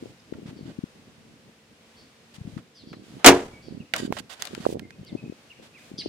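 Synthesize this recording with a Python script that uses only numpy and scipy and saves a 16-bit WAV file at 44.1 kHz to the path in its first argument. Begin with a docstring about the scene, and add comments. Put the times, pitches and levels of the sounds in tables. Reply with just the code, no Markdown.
"""Outdoors, a far hum, traffic and leaves run throughout as steady coloured noise and wavering tones. From the
start a hand rubs a hand-held camera (grainy hiss), wind pops on its two microphone ports (short pressure swings
over rumble), sparrows chirp (fluttering glides) and fingers tap (clicks, case ring). At 3.2 s a heavy old car
door slams close by (noise clashes, panel modes, yard echo); its peaks flatten at full scale. Then a bird
whistles purer slurs, the hand knocks and rubs harder, a sleeve brushes past."""
import sys
import numpy as np
from scipy import signal
from scipy.fft import rfft, irfft, next_fast_len
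from scipy.io import wavfile
from scipy.ndimage import uniform_filter1d, map_coordinates

SR = 44100
rng = np.random.default_rng(int(sys.argv[2]) if len(sys.argv) > 2 else 0)


def wav_out(sig):
    """Save sig, one row per channel (or a flat mono array), as 16-bit PCM at SR to the path in sys.argv[1]."""
    wavfile.write(sys.argv[1], SR, np.round(np.clip(np.atleast_2d(sig).T, -1, 1) * 32767).astype(np.int16))


N = 268524
TIME = np.arange(N) / SR  # s, the whole scene
RING = np.arange(SR) / SR  # s, one second for a single sound


def amp(db):
    """Decibels to gain."""
    return 10 ** (np.asarray(db) / 20)


def unit(x):
    """Scale to rms 1."""
    return x / np.sqrt(np.mean(x ** 2) + 1e-20)


def along(points, hz):
    """Read a curve of (Hz, value) points on a log frequency axis."""
    point_hz, value = np.transpose(points)
    return np.interp(np.log(hz + 1), np.log(point_hz + 1), value)


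def wobble(rate):
    """A smooth random curve, rate knots a second."""
    knots = rng.standard_normal(int(N * rate / SR) + 4)
    return map_coordinates(knots, [TIME * rate])


def filtered(x, response):
    """Shape x by a response given as a function of frequency in Hz."""
    n = x.shape[-1]
    padded = next_fast_len(n + 8192)
    spectrum = rfft(x, padded) * response(np.fft.rfftfreq(padded, 1 / SR))
    return irfft(spectrum, padded)[..., :n]


def pan(db):
    """Left and right gains of constant power; positive dB leans left."""
    return unit(amp([[db / 2], [-db / 2]]))


def add(track, s, sound):
    """Mix a sound in at s seconds."""
    part = track[:, max(round(s * SR), 0):][:, :sound.shape[-1]]
    part += sound[..., :part.shape[1]]


def noise(spectrum, alike, size=N):
    """Stereo noise of rms 1 with a given colour and left-right likeness."""
    def mid_side_gains(hz):
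        turn = np.arccos(np.clip(along(alike, hz), -1, 1)) / 2
        return amp(along(spectrum, hz)) * [np.cos(turn), np.sin(turn)]

    mid, side = filtered(rng.standard_normal((2, size)), mid_side_gains)
    return unit(np.array([mid + side, mid - side]))


def tilted(spectrum, tilt_db):
    """Lean a spectrum by tilt_db per octave about 1 kHz, with no further lean below 250 Hz."""
    return [(hz, level + tilt_db * np.log2(max(hz, 250) / 1000)) for hz, level in spectrum]


def fade(t, t60):
    """Exponential decay, 60 dB in t60."""
    return np.exp(-np.log(1000) * t / t60)


def dying(x, t60s):
    """Let each frequency of x die at its own speed."""
    hz, t, z = signal.stft(x, SR, nperseg=256)
    decayed = z * fade(t, along(t60s, hz)[:, None])
    return signal.istft(decayed, SR, nperseg=256)[1][:, :x.shape[1]]


def ring(modes, scatter_db):
    """Struck modes, starting near rms 1, at new strengths for each blow."""
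    hz, db, t60 = np.transpose(modes)[:, :, None]
    sign = rng.choice([-1, 1], db.shape)
    size = sign * amp(db + scatter_db * rng.standard_normal(db.shape))
    partials = size * np.sin(2 * np.pi * hz * RING) * fade(RING, t60)
    return np.sum(partials, 0) * np.sqrt(2) / np.linalg.norm(amp(db))


# distant traffic and leaves, relative spectrum: pitch_hz [Hz], density_db [dB per Hz]
AIR_SPECTRUM = [(15, -58.5), (30, -29.5), (60, -13), (130, -10), (230, -9.5), (330, -12), (500, -11),
                (800, -14), (1300, -15.5), (2500, -15), (5000, -20), (9000, -27), (13000, -35),
                (16000, -41)]
# how alike the far air is at both ports: pitch_hz [Hz], likeness [correlation]
AIR_LIKENESS = [(100, 0.98), (400, 0.88), (1000, 0.18), (3000, 0.025)]
# tones of a far machine: pitch_hz [Hz], mean_level_db [dB]
HUM_TONES = [(227, -68), (301, -77.5), (452, -73.5), (511, -74.5)]


def distance():
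    """Far sources blend into steady noise; the machine's tones waver in level and phase."""
    hum = 0
    for hz, db in HUM_TONES:
        phase = 2 * np.pi * hz * TIME + 0.65 * wobble(1.3)
        hum = hum + amp(db + 2 * wobble(16)) * np.sqrt(2) * np.sin(phase)
    air = amp(-57.5 + 1.2 * wobble(4.6)) * noise(AIR_SPECTRUM, AIR_LIKENESS)
    return hum + air


# skin and sleeve slide on the camera: start_s [s], end_s [s], level_db [dB], tilt_db [dB per octave],
# hollow_share [share of the hollows' dB], left_over_right_db [dB]
RUB_STROKES = [(0, .11, -60, 1, .26, -4.5), (0.46, 0.505, -50, -2, 0.16, -1),
               (0.654, 0.715, -54.5, -2, .9, -8.5), (2.339, 2.365, -50.5, 1, 0.14, 0),
               (2.467, 2.595, -60, 1, .25, -6), (3.028, 3.199, -57, 0.5, 0.16, -2.5),
               (3.19, 3.249, -50, -5, .3, -3.5), (3.942, 3.972, -33, -3, 0.69, -1),
               (3.977, 4.005, -34.5, 1.5, 1.4, -4), (4.01, 4.066, -42.5, 1.5, 1.71, -4),
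               (4.127, 4.168, -47.5, 2, 0.335, -22), (4.167, 4.178, -33.5, -2.5, 0.63, -4.5),
               (4.184, 4.199, -35.5, 1.5, 0.86, -12.5), (4.2947, 4.34, -41, .5, .5, -11.5),
               (4.343, 4.4, -53, -1.5, 0.41, -3.5), (4.393, 4.478, -43, -0.5, .4, 2.5),
               (4.483, 4.596, -50.5, 0, .5, 2.5), (4.601, 4.666, -46, 0, 0.33, -5),
               (4.663, 4.733, -47, 4, .1, -1.5), (5.622, 5.672, -54, 0, .3, 0.5),
               (5.776, 5.901, -58, 2.5, .2, 1)]
# friction hiss, relative spectrum before each stroke's tilt: pitch_hz [Hz], density_db [dB per Hz]
CLOTH_SPECTRUM = [(100, -21), (600, 1), (1500, 0), (2400, -0.5), (3400, 0), (5500, -5.5), (9000, -10),
                  (11500, -16), (16000, -25.5)]
# hollows of the hand and case, scaled by hollow_share: pitch_hz [Hz], width_hz [Hz], boost_db [dB]
HAND_HOLLOWS = [(660, 320, 5.5), (1570, 130, 11), (1900, 56, 10), (3000, 300, 6), (3655.4, 370, 4.5),
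                (4750, 300, 7), (7100, 700, 5.5), (8400, 460, 4)]


def rubs():
    """Friction hiss, grainy as the fibres catch and hollow where the hand cups the case."""
    out = np.zeros((2, N))
    t = RING[:SR // 2]

    def hollow_db(f):
        return sum(db / (1 + (2 * (f - hz) / width) ** 2) for hz, width, db in HAND_HOLLOWS)

    for start, end, db, tilt_db, share, side_db in RUB_STROKES:
        hiss = noise(tilted(CLOTH_SPECTRUM, tilt_db), [(500, .4), (3000, 0.00846)], size=len(t))
        grain = unit(uniform_filter1d(rng.standard_normal(len(t)), size=60))
        voiced = filtered(hiss * amp(1.2 * grain), lambda hz: amp(share * hollow_db(hz)))
        length = max(end - start, .005)
        onset = 1 - np.exp(-t / (0.035 * length))
        release = fade(np.maximum(t - length, 0), .02 + .6 * length)
        add(out, start, amp(db) * pan(side_db) * onset * release * unit(voiced))
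    return out


EDDY_HALF_S = .02  # half the time kept for one eddy


def eddy(hz, side_db):
    """One swing of pressure with a peak near 1; the windward port is hit first and harder."""
    crossing_s = 0.00034 * np.sign(side_db) * np.array([[1], [-1]])
    cycles = (RING[:round(2 * EDDY_HALF_S * SR)] - EDDY_HALF_S + crossing_s) * hz
    swing = np.cos(2 * np.pi * cycles + rng.uniform(0, 2 * np.pi))
    return pan(side_db) * swing / np.cosh(cycles / .27)


# gusts on the ports: start_s [s], end_s [s], strength_db [dB], eddy_pitch_hz [Hz, middle of a spread],
# left_over_right_db [dB, middle of a spread]
GUST_TABLE = [(.025, 0.087, -43, 330, 7), (.345, .7, -42.5, 250, 5), (0.964, 1.5, -61, 185, 1.5),
              (2.388, 2.6, -45, 157, 9), (2.839, 3.19, -50, 240, -3.5), (3.691, 3.8, -42.5, 260, -12.5),
              (4.002, 4.12, -33.5, 301.1, -7), (4.181, 4.21, -47, 280, 0), (4.521, 4.635, -40, 258.5, -5.5),
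              (4.653, 4.771, -30, 372, -7.5), (4.801, 4.869, -43, 215, -6), (4.998, 5.04, -42.5, 215, 5),
              (5.136, 5.165, -32, 260, 14), (5.226, 5.3, -40.5, 271, 4), (5.605, 5.63, -52, 350, 7.5),
              (5.921, 5.943, -42.5, 238.6, 7), (6.069, 6.09, -31.5, 390, 5)]
GUST_RISE_S, GUST_FALL_S, CALM_DB = 0.0234, .035, -67  # time constants of a gust's edges; air between gusts


def gusts():
    """Air strength in dB over calm: every gust rises, holds and dies away."""
    power = np.ones(N)
    for start, end, db, _, _ in GUST_TABLE:
        before = np.maximum(start - TIME, 0) / GUST_RISE_S
        after = np.maximum(TIME - end, 0) / GUST_FALL_S
        power += amp(db - CALM_DB) ** 2 * np.exp(-2 * np.minimum(before + after, 20))
    return 10 * np.log10(power)


# the largest eddies pop on the ports: centre_s [s], peak_db [dB before the low cut], pitch_hz [Hz],
# left_over_right_db [dB]
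LARGE_EDDIES = [(.326, -18, 322, 12), (.79, -19, 211.4, 10), (.84, -16.5, 213, 9), (2.416, -24, 106, 2),
                (2.478, -25.5, 192, 10.5), (2.57, -20, 200, 14), (3.17, -29, 257, -6),
                (3.806, -24, 183, -7), (4.054, -18.5, 242.5, -5), (4.106, -15, 233, -13),
                (4.667, -4, 497, -13.5), (4.704, -24, 460, -15), (4.771, -21, 370, -15.5),
                (5.153, -15.5, 268, 13), (5.325, -26.5, 376, 12), (5.989, -26, 258, 6),
                (6.061, -16.5, 404, 14)]
# low rumble of the wind, relative spectrum: pitch_hz [Hz], density_db [dB per Hz]
RUMBLE_SPECTRUM = [(20, -19.5), (50, -8), (110, -0.5), (230, -1), (380, -9), (600, -15.5), (1000, -33.5),
                   (2500, -60), (6000, -100)]
RUMBLE_DB, RUMBLE_GROWS = -63, 0.61  # mean level in calm air before the low cut; dB gained per dB of gust
EDDY_GAP_S, EDDY_JITTER = .019, 0.3008  # gap between eddies; timing spread as a share of it
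EDDY_SPREAD_OCTAVES = 0.34  # spread of pitch
EDDY_DB, EDDY_SCATTER_DB, EDDY_SIDE_DB = 12, 3.5, 4  # peak over the gust; spread of size, and between ports


def wind():
    """Each gust sheds an uneven train of eddies over a low rumble; a few large ones pop."""
    rumble = noise(RUMBLE_SPECTRUM, [(100, 0.79), (600, 0.75)])
    out = rumble * amp(RUMBLE_DB + RUMBLE_GROWS * gusts() + 3.8 * wobble(24))
    for s, db, hz, side_db in LARGE_EDDIES:
        add(out, s - EDDY_HALF_S, amp(db) * eddy(hz, side_db))
    for start, end, db, hz, side_db in GUST_TABLE:
        chance = rng.standard_normal(size=(40, 4))
        for k, (late, size, pitch, side) in enumerate(chance):
            s = start + (k + EDDY_JITTER * late) * EDDY_GAP_S
            if s < end:
                swing = eddy(hz * 2 ** (EDDY_SPREAD_OCTAVES * pitch), side_db + EDDY_SIDE_DB * side)
                add(out, s - EDDY_HALF_S, amp(db + EDDY_DB + EDDY_SCATTER_DB * size) * swing)
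    low_hz = 70  # the wind keeps little deep bass
    return filtered(out, lambda hz: hz ** 2 / (hz ** 2 + low_hz ** 2))


def song(notes, voices, crest, buzz, buzz_hz, scatter_db, echo_db):
    """Notes arch over a top pitch, roughened by fast flutter, smeared by branches, echoed by the yard."""
    out = np.zeros((2, N))
    for s, length, db, top_hz, fall in notes:
        u = np.linspace(0, 1, max(round(length * SR), 16))  # share of the note passed
        flutter = np.sin(2 * np.pi * buzz_hz * length * u + rng.uniform(0, 2 * np.pi))
        glide = top_hz * 2 ** (-fall * np.abs((u - crest) / (1 - crest)) ** 1.5)
        swell = np.sin(np.pi * u ** 0.72) * (1 + .43 * buzz * flutter)
        for ratio, voice_db in voices:
            jitter = unit(uniform_filter1d(rng.standard_normal(SR // 4), size=24))[:len(u)]
            hz = ratio * glide * (1 + buzz * (.03 * flutter + 0.058 * jitter))
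            tone = np.sin(2 * np.pi * np.cumsum(hz) / SR)
            add(out, s, amp(db + voice_db) * swell * tone)
    branches = unit(rng.standard_normal((2, SR)) * fade(RING, 0.048))
    yard = unit(rng.standard_normal((2, SR)) * fade(RING, .49) * (1 - np.exp(-RING / .04)))
    tail = (amp(scatter_db) * branches + amp(echo_db) * yard) / np.sqrt(SR)
    return out + signal.fftconvolve(out, tail, axes=1)[:, :N]


# sparrow chirps: start_s [s], length_s [s], level_db [dB before voice level and flutter],
# top_pitch_hz [Hz before jitter], fall_octaves [octaves]
SPARROW_CHIRPS = [(.195, .016, -61, 5100, 0.048), (.56, 0.07, -61, 4516, 0.14),
                  (1.96, 0.1, -60, 4500, 0.052), (2.745, 0.11, -55, 4850, 0.66),
                  (2.86, 0.12, -58, 4624, 0.28), (3.615, .11, -58.5, 4610, .1),
                  (5.06, 0.057, -53.5, 4610, 0.72), (5.977, 0.054, -35.5, 4818, 0.44),
                  (6.007, 0.026, -43.5, 3204, .8)]
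# a sparrow's main tone, side tones and overtone: pitch_ratio [ratio], voice_db [dB]
SPARROW_VOICES = [(1, 0.5), (1.2, -8.5), (.72, -8), (2, -21)]


def sparrows():
    """Buzzy falling chirps: several tones flutter together in pitch and level."""
    crest = 0.12  # share of a note before its highest pitch
    return song(SPARROW_CHIRPS, SPARROW_VOICES, crest, buzz=.9, buzz_hz=166, scatter_db=-2.5, echo_db=-3.5)


# fingers tap the camera: start_s [s], level_db [dB], centre_hz [Hz], t60_s [s],
# case_ring_db [dB re 7.5 dB below the click], left_over_right_db [dB]
FINGER_TAPS = [(.337, -45, 1270, 0.037, 3, 0.5), (2.576, -43, 1510, 0.088, -20, -8),
               (2.93, -39.5, 1220, .066, -8.5, 1), (3.9369, -13.5, 2050, 0.026, 1.5, -3.5),
               (3.963, -21.5, 4380, 0.015, 0, -2), (4.125, -15.5, 1010, 0.0088, -18.5, -11),
               (4.4223, -19.5, 3930, 0.015, -10, -12), (4.4532, -23, 4330, 0.008, -29, 10),
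               (4.4721, -30.5, 2970, 0.016, -9, 11), (4.5496, -28.5, 3160, .013, -2.5, 6),
               (4.7952, -32, 2160, 0.014, -2.5, -10), (4.9064, -37.5, 2270, 0.0126, -2.5, -5),
               (5.049, -44.5, 5510, 0.0091, -23.5, 12)]
# ringing modes of the camera case: pitch_hz [Hz], mean_level_db [dB, relative], t60_s [s]
CASE_MODES = [(1383, -2.5, 0.054), (1570, -2.5, 0.041), (1898, 4, 0.022), (2110, -12, 0.043),
              (2682.6, -31, .035), (3716, -38, 0.03646)]


def taps():
    """A short broad click and a little ring of the camera case."""
    out = np.zeros((2, N))
    for s, db, centre_hz, t60, case_db, side_db in FINGER_TAPS:
        colour = [(centre_hz / 8, -14), (centre_hz, 0), (centre_hz * 2.67, -12), (centre_hz * 8, -36)]
        click = noise(colour, [(500, 0.7), (4000, 0.1524)], size=SR) * fade(RING, t60)
        case = np.array([ring(CASE_MODES, scatter_db=2.5), ring(CASE_MODES, scatter_db=1.0)])
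        add(out, s, amp(db) * pan(side_db) * (click + amp(case_db - 7.5) * case))
    return out


# door meets latch, striker and frame, then glass and rods rattle: start_s [s],
# level_db [dB before the bass cut], tilt_db [dB per octave], decay_share [share of the clash t60]
SLAM_CONTACTS = [(3.2448, -3, -2, 0.66), (3.261, 6.5, 1.63, 0.61), (3.2704, -0.5, 0.5, 0.7),
                 (3.283, -2, 0, 0.48), (3.289, -8.5, -2.5, 0.46), (3.307, -19.5, -3, 0.55),
                 (3.3223, -13.5, -6.5, 0.67), (3.346, -26.5, -3.5, 1), (3.362, -27, -5.5, 0.87),
                 (3.392, -34, -4, 1)]
# latch, glass and trim, relative spectrum before tilt: pitch_hz [Hz], density_db [dB per Hz]
CLASH_SPECTRUM = [(40, -34.5), (170, -19), (400, -2), (1000, -3), (2500, -5), (4000, -9.5), (7000, -10),
                  (10000, -18), (16000, -32)]
# clash decay before decay_share: pitch_hz [Hz], t60_s [s]
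CLASH_DECAY = [(200, 0.34), (1000, .18), (2500, .15), (6000, .12), (14000, 0.13)]
# how alike the clash is at both ports: pitch_hz [Hz], likeness [correlation]
CLASH_LIKENESS = [(200, 0.956), (1000, 0.68), (3500, 0.55), (9000, 0.085)]
# door skin and cabin modes: pitch_hz [Hz], mean_level_db [dB, relative], t60_s [s]
PANEL_MODES = [(61.93, -23.5, .4), (83.4, -13.5, 0.26), (131, -11.5, 0.25), (184.5, 1.5, .19),
               (230.3, 2, 0.17), (277.4, -2, .24), (342, -3, .22), (363, 1, .27), (409.6, 0, 0.3),
               (463, -3, .27), (585, -5, 0.17), (693.39, -3.5, 0.22), (746, -4.5, .19), (950, -3.5, .19),
               (1000, -5, .17), (1084, -4.5, .19), (1222, -6, 0.12), (1487, -6.5, 0.12), (1753, -12, .2),
               (2466, -11, 0.14)]
# air pushed into the cabin, relative spectrum: pitch_hz [Hz], density_db [dB per Hz]
PUFF_SPECTRUM = [(20, -7.5), (45, -3.5), (90, -1), (170, -1.5), (350, -7), (800, -30), (3000, -80.5)]
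# echo decay off house walls and trees: pitch_hz [Hz], t60_s [s]
YARD_DECAY = [(100, 0.92), (400, .6), (1500, .48), (5000, .42), (12000, 0.48)]
# echo, relative spectrum: pitch_hz [Hz], level_db [dB]
YARD_SPECTRUM = [(40, -12), (150, -4), (400, -3), (1000, -4.5), (2500, -9), (7000, -15), (11000, -26),
                 (16000, -42.5)]


def door():
    """Contacts clash small parts; the main blow also rings big panels, and the yard answers it."""
    out = np.zeros((2, N))
    for s, db, tilt_db, decay in SLAM_CONTACTS:
        clash = noise(tilted(CLASH_SPECTRUM, tilt_db), CLASH_LIKENESS, size=SR // 2)
        clash = dying(clash, [(hz, decay * t60) for hz, t60 in CLASH_DECAY])
        onset = 1 - np.exp(-RING[:SR // 2] / 0.00031)
        add(out, s, amp(db) * pan(-1.4) * clash * onset)
    small_hz = 230  # small parts radiate little bass
    out = filtered(out, lambda hz: hz ** 3 / (hz ** 3 + small_hz ** 3))
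    blow = SLAM_CONTACTS[1][0]
    panel = ring(PANEL_MODES, scatter_db=4.5) * (1 - np.exp(-RING / 0.0041))  # rubber seal softens the push
    add(out, blow, amp(-1.5) * pan(1.5) * panel)
    puff = noise(PUFF_SPECTRUM, CLASH_LIKENESS, size=SR) * fade(RING, 0.15)
    add(out, blow, amp(-14.0) * puff)
    echo = dying(noise(YARD_SPECTRUM, AIR_LIKENESS, size=SR), YARD_DECAY) * (1 - np.exp(-RING / .02))
    add(out, blow, amp(-21.0 + 2 * wobble(130)[:SR]) * echo)  # separate walls make the answer uneven
    lead_s = .00005  # the door is nearer the right port
    return filtered(out, lambda hz: np.exp(1j * np.pi * hz * lead_s * np.array([[-1], [1]])))


# a farther bird: start_s [s], length_s [s], level_db [dB before flutter],
# note_hz [Hz, the top pitch is 0.97 of it before jitter], fall_octaves [octaves]
WHISTLE_NOTES = [(3.52, 0.0884, -56.5, 2340, .02), (3.795, 0.0399, -54.5, 2880, 0.38),
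                 (4.82, 0.056, -57, 2190, .1), (4.915, 0.0452, -59, 2600, .02),
                 (5.035, 0.0423, -62, 3160, 0.304), (5.07, 0.063, -60.5, 2200, 0.17),
                 (5.17, 0.0508, -50.5, 2633, 0.048), (5.245, .04, -60.5, 2652, 0.0103),
                 (5.497, 0.041, -49.5, 2960, 0.555), (5.735, 0.066, -52, 2664, 0.692)]


def whistler():
    """Purer slurs: a single tone with less flutter."""
    crest = 0.26  # share of a note before its highest pitch
    return song(WHISTLE_NOTES, [(0.97, 0)], crest, buzz=0.47, buzz_hz=91.36, scatter_db=0.5, echo_db=-1)


def scene():
    """Everything that reaches the two ports."""
    return distance() + rubs() + wind() + sparrows() + taps() + door() + whistler()


def record(dry):
    """Peaks flatten at full scale, then a steep low-pass removes the top of the treble."""
    top_hz = 16000
    clipped = np.clip(dry, -1, 1)
    return filtered(clipped, lambda hz: 1 / np.sqrt(1 + (hz / top_hz) ** 80))


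dry = scene()
out = record(dry)
wav_out(out)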